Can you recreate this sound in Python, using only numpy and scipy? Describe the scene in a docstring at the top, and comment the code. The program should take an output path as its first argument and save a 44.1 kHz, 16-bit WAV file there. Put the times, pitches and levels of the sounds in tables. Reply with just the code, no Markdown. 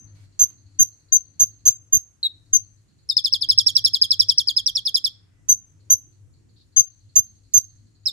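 """Caged bird in a yard

A small bird sings close to a two-port microphone beside a brick wall: single steady whistles, a long
trill of falling notes, more whistles, one last falling note. A soft tick and thud go with each whistle.
Cage, wall and trees echo the song. Behind it: a wavering low hum, rumble, rustle, hiss, far chirps."""
import sys
import numpy as np
from scipy import signal
from scipy.io import wavfile
from scipy.ndimage import uniform_filter1d, minimum_filter1d

SR = 44100
rng = np.random.default_rng(int(sys.argv[2]) if len(sys.argv) > 2 else 0)


def dump(signal):
    """Clip the signal to [-1, 1] and save it as 16-bit WAV at the path in sys.argv[1]."""
    limited = np.clip(np.atleast_2d(signal).T, -1, 1)
    pcm = np.round(limited * 32767).astype(np.int16)
    wavfile.write(sys.argv[1], SR, pcm)


N = 358091

# whistles: (start [s], length [s], pitch [Hz], left [dB], right [dB], left lag [us],
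# relative tick [dB], relative thud [dB])
WHISTLES = [(-0.12, 0.053, 6270, -5.5, -6.5, 114, -48, -34),
            (0.3917, 0.054, 6280, -10, -7, 37, -52.5, -34.5), (0.7882, 0.043, 6310, -7.5, -6, 95, -53, -33),
            (1.12, 0.054, 6234, -7.5, -11.5, 73, -72, -48),
            (1.3939, 0.049, 6344, -11, -6.5, 43, -79, -36.5),
            (1.653, 0.046, 6310, -7.5, -6, 32, -56, -33.5),
            (1.9232, 0.051, 6345, -10.5, -7.5, 81.4, -61.5, -32),
            (2.2298, 0.042, 3833, -17.5, -18, 63, -80, -70),
            (2.5281, 0.047, 6263, -7.5, -13, 93, -59.5, -46),
            (5.485, .049, 6210, -11, -6.5, 53, -46, -41.5), (5.8984, 0.045, 6206, -9.5, -6, 57, -50, -42),
            (6.7616, .05, 6270, -5, -7.5, 46, -50.5, -35.5),
            (7.1547, 0.043, 6290, -9.5, -6, 39.4, -43, -37), (7.536, 0.048, 6296, -10.5, -7, 40, -69, -33)]
# octave of a full-scale whistle, rows left and right: (level [dB])
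OCTAVE_DB = [
    [-20.5],
    [-7],
]
# echoes off cage floor, cups, ground: (left delay [ms], right delay [ms], left [dB], right [dB])
NEAR_ECHOES = [(1.6, 3.1, -12.5, -5.5), (4.7, 8.3, -20, -14.5), (8.9, 4.6, -20, -14.5)]
# diffuse tails: (t60 [s], level [dB], low-pass [Hz])
YARD_TAILS = [(0.13, -13, 12000), (.4, -21, 5000)]
# hum envelope: (time [s], level [dB])
HUM_LEVELS = [(0.0, -47.5), (0.41, -65.5), (0.65, -54), (0.95, -64), (1.79, -58), (2.17, -70), (2.53, -53),
              (2.89, -68.5), (3.57, -52), (4.27, -56), (5.15, -64.5), (5.9, -56), (6.65, -63.5),
              (8.12, -59.5)]
# hum resonances: (centre [Hz], width [Hz], relative level [dB])
HUM_MODES = [(100.6, 14, 3), (152.6, 8.9, -13.5), (286.6, 39, -16.5)]
# yard noise envelopes: (time [s], relative rumble [dB], relative rustle [dB])
AIR_LEVELS = [(0.0, -67, -77.5), (0.54, -72.5, -81.5), (3.19, -74.5, -83), (3.48, -68.5, -74.5),
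              (6.85, -72.5, -85.5), (8.12, -72.5, -84.5)]
# noise spectra: (frequency [Hz], relative density [dB])
RUMBLE_SPECTRUM = [(15, -51), (25, -15.5), (102, -8), (125, -17.5), (188, -21), (274, -19.5), (800, -54),
                   (1040, -85), (1760, -120)]
RUSTLE_SPECTRUM = [(400, -6), (900, -10), (1600, -9), (2600, -15), (3600, -32)]
HISS_SPECTRUM = [(2000, -12.5), (3200, -7), (4300, -6.5), (5400, -9.5), (7200, -0.5), (11000, -17.5),
                 (16000, -27.5)]
# noise likeness between ports: (frequency [Hz], correlation [ratio])
CORRELATION = [(60, 1), (240, 0.071), (950, 0.015), (3770, 0.13), (15000, 0.39)]
# noise balance: (frequency [Hz], left minus right [dB])
BALANCE = [(60, 11.5), (120, -7.5), (300, -2), (1000, 0.5)]
# far trills: (start [s], end [s], first gap [s], steady gap [s])
FAR_TRILLS = [(.07, 1.6, .0845, .0845), (2.46, 5.1, .175, .086), (5.8, 8.1, .32, .0858)]
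# one per far trill: (level [dB])
FAR_DB = [-69.5, -70, -68.5]
# bands of a far chirp: (centre [Hz], width [Hz], delay [s], t60 [s], relative level [dB])
FAR_BANDS = [(6830, 140, -.008, .15, -3), (4330, 520, 0, .42, 0), (6830, 140, .047, .15, -4)]
# faint swells: (start [s], length [s], centre [Hz], width [Hz], level [dB])
SWELLS = [(5.3, .25, 2000, 50, -78), (.15, .14, 2250, 60, -76), (.14, .15, 3800, 6800, -66),
          (.44, .13, 2000, 3200, -68), (6.553, .11, 4200, 900, -62)]
# trill notes: (mid-fall [s], lead-in [s], top pitch [Hz], top left [dB], top right [dB])
TRILL_NOTES = [(3.1084, 0.021, 5324, -16, -18), (3.181, 0.016, 5366, -10.5, -15.5),
               (3.261, 0.021, 5340, -13, -13), (3.3436, 0.022, 5360, -11.5, -12.5),
               (3.4285, .02, 5350, -16.5, -19), (3.5115, 0.025, 5450, -10, -10.5),
               (3.596, 0.02, 5330, -9.5, -5), (3.6836, .022, 5470, -15.5, -3.5),
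               (3.7722, 0.021, 5590, -28, -5), (3.8636, 0.023, 5385, -10, -4.5),
               (3.95, 0.018, 5435, -17, -8.5), (4.034, 0.02, 5210, -6.5, -5.5),
               (4.122, 0.02, 5400, -13, -8), (4.212, 0.019, 5530, -17, -5), (4.304, .019, 5340, -9, -10.5),
               (4.3964, 0.021, 5470, -7.5, -10), (4.4925, .021, 5150, -12, -11),
               (4.582, 0.02, 5370, -17, -11.5), (4.679, 0.019, 5510, -16.5, -10),
               (4.7721, 0.022, 5380, -18.5, -16), (4.8746, 0.023, 5350, -13.5, -12.5),
               (4.9628, 0.021, 5310, -10.5, -5), (5.059, 0.018, 5456, -17.5, -10.5),
               (8.0772, 0.022, 5414, -24.5, -12)]
# trill note's pitch path: (place [-1 start, 0 mid-fall, 1 end], height [0 bottom, 1 top])
FALL_PATH = [(-1, .86), (-.8, .96), (-.6, 1.0), (-.4, .94), (-.22, .78), (0, .38), (.12, .2), (.35, .09),
             (1, -.04)]
# trill overtones at the usual note level: (multiple, left [dB], right [dB])
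TRILL_OVERTONES = [(2, -42, -38), (3, -53, -43), (4, -51, -46)]

LEAD = SR // 4   # samples ahead of time zero


def amp(db):
    """Decibels to gain."""
    return 10 ** (np.asarray(db, float) / 20)


def unit_rms(x):
    """Scale to rms 1."""
    return x / np.sqrt(np.mean(x ** 2) + 1e-20)


def in_time(rows):
    """Columns of an envelope table, per sample."""
    times_s, *columns = np.transpose(rows)
    return [np.interp(np.arange(N) / SR, times_s, column) for column in columns]


def at_hz(rows, hz):
    """Table value on a log frequency axis."""
    knots_hz, values = np.transpose(rows)
    return np.interp(np.log(hz), np.log(knots_hz), values)


def drift(rate_hz, size=N):
    """Smooth random curve, spread of order 1."""
    knots = rng.standard_normal(int(size / SR * rate_hz) + 2)
    line = np.interp(np.arange(size) / SR * rate_hz, np.arange(len(knots)), knots)
    return 2.09 * uniform_filter1d(line, max(int(SR / rate_hz), 1))


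def butter(x, hz, kind):
    """Second-order Butterworth filter."""
    return signal.sosfilt(signal.butter(2, hz, kind, fs=SR, output="sos"), x)


def noise_band(shape, hz, width_hz):
    """Band-passed white noise."""
    return butter(rng.standard_normal(shape), [hz - width_hz / 2, hz + width_hz / 2], "band")


def fades(t, length_s, rise_s, fall_s):
    """Sine-squared rise and fall."""
    rise, fall = np.sin(np.pi / 2 * np.clip([t / rise_s, (length_s - t) / fall_s], 0, 1)) ** 2
    return rise * fall


def bump(t, centre_s, width_s):
    """Gaussian pulse."""
    return np.exp(-((t - centre_s) / width_s) ** 2)


def add(track, start_s, sound):
    """Mix into a track that starts LEAD samples early."""
    at = round(start_s * SR) + LEAD
    track[:, at:at + sound.shape[1]] += sound[:, :track.shape[1] - at]


def whistle(length_s, hz, left_db, right_db, lag_us):
    """Nearly pure tone: starts sharp and soft, throbs, sags at the end; air rasps at both ends."""
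    t = np.arange(round((length_s + .0023) * SR)) / SR
    n, is_high = len(t), hz > 5000
    sharp_hz = (90 if is_high else 450) * np.exp(-t / .012)
    sag = 1 - .075 * np.clip((t - length_s + .0029) / .0044, 0, 1) ** 2
    pitch_hz = (hz + sharp_hz) * sag * (1 + .0048 * drift(200, n))
    phase = 2 * np.pi * (np.cumsum(pitch_hz) / SR - pitch_hz * 1e-6 * np.array([[lag_us], [0]]))
    throb = np.array([drift(160, n), drift(160, n)])
    level = amp(np.array([[left_db], [right_db]]) - 6.5 * np.clip(1 - t / .0096, 0, 1))
    note = level * amp(2 * throb + .8 * drift(700, n)) * np.sin(phase)
    note += amp(OCTAVE_DB) * level ** 2 * amp(3 * throb + 1.3 * drift(600, n)) * np.cos(2 * phase)
    ends = bump(t, .011, .006) + .6 * bump(t, length_s - .007, .003) + .08
    ends *= amp(3 * drift(400, n))
    if is_high:   # strong-weak cycles give odd multiples of half the pitch
        note += ends * amp([[-50], [-46]]) * np.sin(.5 * phase)
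        note += ends * amp([[-46], [-40]]) * np.sin(1.5 * phase)
        note += amp([[-50], [-48]]) * np.clip(t / .033, 0, 1) * amp(3.3 * throb) * np.sin(2.5 * phase)
    else:   # even cycles: fluttering onset, higher overtones, air
        note *= amp(6 * drift(500, n) * np.clip(1.5 - t / .012, 0, 1))
        note += amp(-51 + 2.5 * throb) * (np.sin(3 * phase) + np.sin(4 * phase))
        note += amp(-48) * noise_band((2, n), 8200, 9500)
    rasp = np.exp(-t / .005) + .1 * bump(t, length_s - .004, .003)
    note += amp(-10) * level.max() * rasp * noise_band((2, n), hz, 2900)
    return note * fades(t, length_s + .003, rise_s=.011, fall_s=.007)


def tick_and_thud(length_s, tick_db, thud_db):
    """A soft tick, then a low thud with each whistle, mostly on the right."""
    t = np.arange(round(.12 * SR)) / SR
    tick = noise_band((2, len(t)), 480, 410) * bump(t, .008, .0045)
    burst = rng.standard_normal((2, len(t))) * fades(t - .012, length_s, rise_s=.0063, fall_s=.015)
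    thud = np.array([unit_rms(channel) for channel in butter(burst, [30, 130], "band")])
    thud *= amp([[min(thud_db - 2.5, -50)], [thud_db - 4]])
    return thud + amp([[tick_db + 13.5], [tick_db + 20.5]]) * tick


def yard_echoes(song):
    """Close echoes make gliding notes beat; wall and trees return a duller, diffuse tail."""
    t = np.arange(round(.7 * SR)) / SR
    response = np.zeros((2, len(t)))
    for t60_s, db, cutoff_hz in YARD_TAILS:
        noise = butter(rng.standard_normal(response.shape), cutoff_hz, "low")
        response += noise * amp(db - 60 * t / t60_s) / np.sqrt(t60_s * SR / 14)
    response *= np.clip((t - .004) / .006, 0, 1)
    response[:, 0] = 1   # direct path
    for left_ms, right_ms, *db in NEAR_ECHOES:
        response[[0, 1], [round(left_ms * SR / 1000), round(right_ms * SR / 1000)]] += amp(db)
    return signal.fftconvolve(song, response, axes=1)[:, LEAD:LEAD + N]


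def hum():
    """Noise in narrow low resonances, louder on the left."""
    modes = sum(amp(db) * unit_rms(noise_band(N, hz, width_hz)) for hz, width_hz, db in HUM_MODES)
    return amp(in_time(HUM_LEVELS)[0]) * modes * amp([[2.02], [-2.38]])


def shaped_noise(spectrum, flicker_db):
    """Stereo noise in flickering half-octave bands, rms 1."""
    out, edges_hz = 0, 22 * 2 ** np.arange(0, 9.6, .5)
    white = rng.standard_normal((2, 2, N))
    sides = np.array([[1], [-1]])
    for k, (low_hz, high_hz) in enumerate(zip(edges_hz, edges_hz[1:])):
        hz = np.sqrt(low_hz * high_hz)
        if spectrum[0][0] / 1.5 < hz < spectrum[-1][0] * 1.5:
            mid, side = butter(white[k % 2], [low_hz, high_hz], "band")
            alike = at_hz(CORRELATION, hz)
            gain = amp(at_hz(spectrum, hz) + flicker_db * drift(12) + at_hz(BALANCE, hz) / 2 * sides)
            out += gain * (np.sqrt(1 + alike) * mid + np.sqrt(1 - alike) * side * sides)
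    return unit_rms(out)


def yard_noise():
    """Rumble and rustle rise and fall slowly under a faint hiss."""
    rumble_db, rustle_db = in_time(AIR_LEVELS)
    rumble = amp(rumble_db + 12.5) * shaped_noise(RUMBLE_SPECTRUM, flicker_db=2.5)
    rustle = amp(rustle_db + 6.5) * shaped_noise(RUSTLE_SPECTRUM, flicker_db=.5)
    hiss = amp(-75) * shaped_noise(HISS_SPECTRUM, flicker_db=-1)
    return rumble + rustle + hiss


def far_birds():
    """Distance smears chirps into dying noise bands; the first trill is even, the others speed up."""
    out, chirps = np.zeros((2, N)), []
    for (at_s, end_s, gap_s, steady_s), db in zip(FAR_TRILLS, FAR_DB):
        while at_s < end_s:
            chirps.append((at_s, db + 1.8 * rng.standard_normal()))
            at_s += gap_s
            gap_s = steady_s + .55 * (gap_s - steady_s)
    times_s, levels_db = np.transpose(chirps)
    for hz, width_hz, delay_s, t60_s, db in FAR_BANDS:
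        hits = np.zeros(N + SR)
        hits[((times_s + delay_s) * SR).astype(int)] = amp(levels_db + db)
        decays = signal.lfilter([1], [1, -amp(-60 / (t60_s * SR))], hits[:N] + 1e-18)
        out += uniform_filter1d(decays, 400) * unit_rms(noise_band((2, N), hz, width_hz))
    return out


def faint_swells():
    """Noise bands swell and fade: two thin tones, two soft rustles, one far chirp."""
    out = np.zeros((2, N + LEAD))
    for start_s, length_s, hz, width_hz, db in SWELLS:
        t = np.arange(round(length_s * SR)) / SR
        noise = unit_rms(noise_band((2, SR // 2), hz, width_hz))[:, -len(t):]
        add(out, start_s, amp(db) * fades(t, length_s, rise_s=.02, fall_s=.05) * noise)
    return out[:, LEAD:]


def trill_note(before_s, top_hz, left_db, right_db, cold, after_s=.024):
    """Holds high, falls fast, holds low; a cold note's fall is shallower and softer."""
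    t = np.arange(-round(before_s * SR), round(after_s * SR)) / SR
    n = len(t)
    bottom_hz, bottom_db = 3270 + 352 * cold, -19.5 - 2 * cold
    place = np.where(t < 0, t / before_s, t / after_s)
    height = uniform_filter1d(np.interp(place, *np.transpose(FALL_PATH)), 60)
    jitter = 1 + .011 * np.clip(height, .3, 1) * drift(311, n)
    pitch_hz = (bottom_hz + (top_hz - bottom_hz) * height) * jitter
    # head turns right: right port louder, left lags more
    lag_us = (140.4 + 7 * right_db) * np.clip(height, 0, 1)
    phase = 2 * np.pi * (np.cumsum(pitch_hz) / SR - pitch_hz * 1e-6 * lag_us * [[1], [0]])
    marks_s = [-before_s, -.012, -.005, -.001, .003, after_s]
    stages_db = [(left_db, -7.5 - 2 * cold, bottom_db - 3.5), (right_db, right_db - 10.5, bottom_db)]
    level = amp([np.interp(t, marks_s, [top - 12, top + .5, fall + .12, fall - 2.5, low + .5, low - 3])
                 for top, fall, low in stages_db])
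    level *= amp(3 * np.clip(height, .15, 1) * drift(450, n))   # high part flutters
    note = level * np.sin(phase)
    brightness = amp(.6 * (right_db + 8.5))   # follows the right port's level
    for k, *overtone_db in TRILL_OVERTONES:
        gain = brightness * amp(np.vstack(overtone_db) + 2.7 * drift(270, n))
        note += gain * np.sin(k * phase) * np.clip((15200 - k * pitch_hz) / 600, 0, 1)
    high_air = brightness * amp(-41) * np.clip((t + .018) / .012, 0, 1) * noise_band((2, n), 8300, 9500)
    low_air = amp(-44) * level * noise_band((2, n), 1900, 1700)
    return (note + high_air + low_air) * fades(t + before_s, before_s + after_s, rise_s=.003, fall_s=.004)


def trill(pause_s=.5):
    """Falling notes; the voice starts cold after a pause and warms up note by note."""
    song = np.zeros((2, N + LEAD))
    cold, last_s = 1, 0
    for at_s, before_s, top_hz, left_db, right_db in TRILL_NOTES:
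        cold = 1 if at_s - last_s > pause_s else .29 * cold
        add(song, at_s - before_s, trill_note(before_s, top_hz, left_db, right_db, cold))
        last_s = at_s
    return song


def scene():
    """Echoed song, dry ticks and thuds, background."""
    whistles, thuds = np.zeros((2, 2, N + LEAD))
    for start_s, length_s, hz, left_db, right_db, lag_us, tick_db, thud_db in WHISTLES:
        add(whistles, start_s - .001, whistle(length_s, hz, left_db, right_db, lag_us))
        add(thuds, start_s, tick_and_thud(length_s, tick_db, thud_db))
    air = yard_noise()
    song = yard_echoes(whistles + trill())
    return song + thuds[:, LEAD:] + hum() + air + far_birds() + faint_swells()


def record(dry, bass_hz=42, ceiling=.86, top_hz=16800):
    """Bass roll-off, fast peak limiter, steep low-pass."""
    dry = butter(dry, bass_hz, "high")
    gain = minimum_filter1d(np.minimum(1, ceiling / (abs(dry) + 1e-9)), 200)
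    limited = dry * uniform_filter1d(gain, 200)
    return signal.sosfilt(signal.cheby2(12, 70, top_hz, fs=SR, output="sos"), limited)


dry = scene()
out = record(dry)
dump(out)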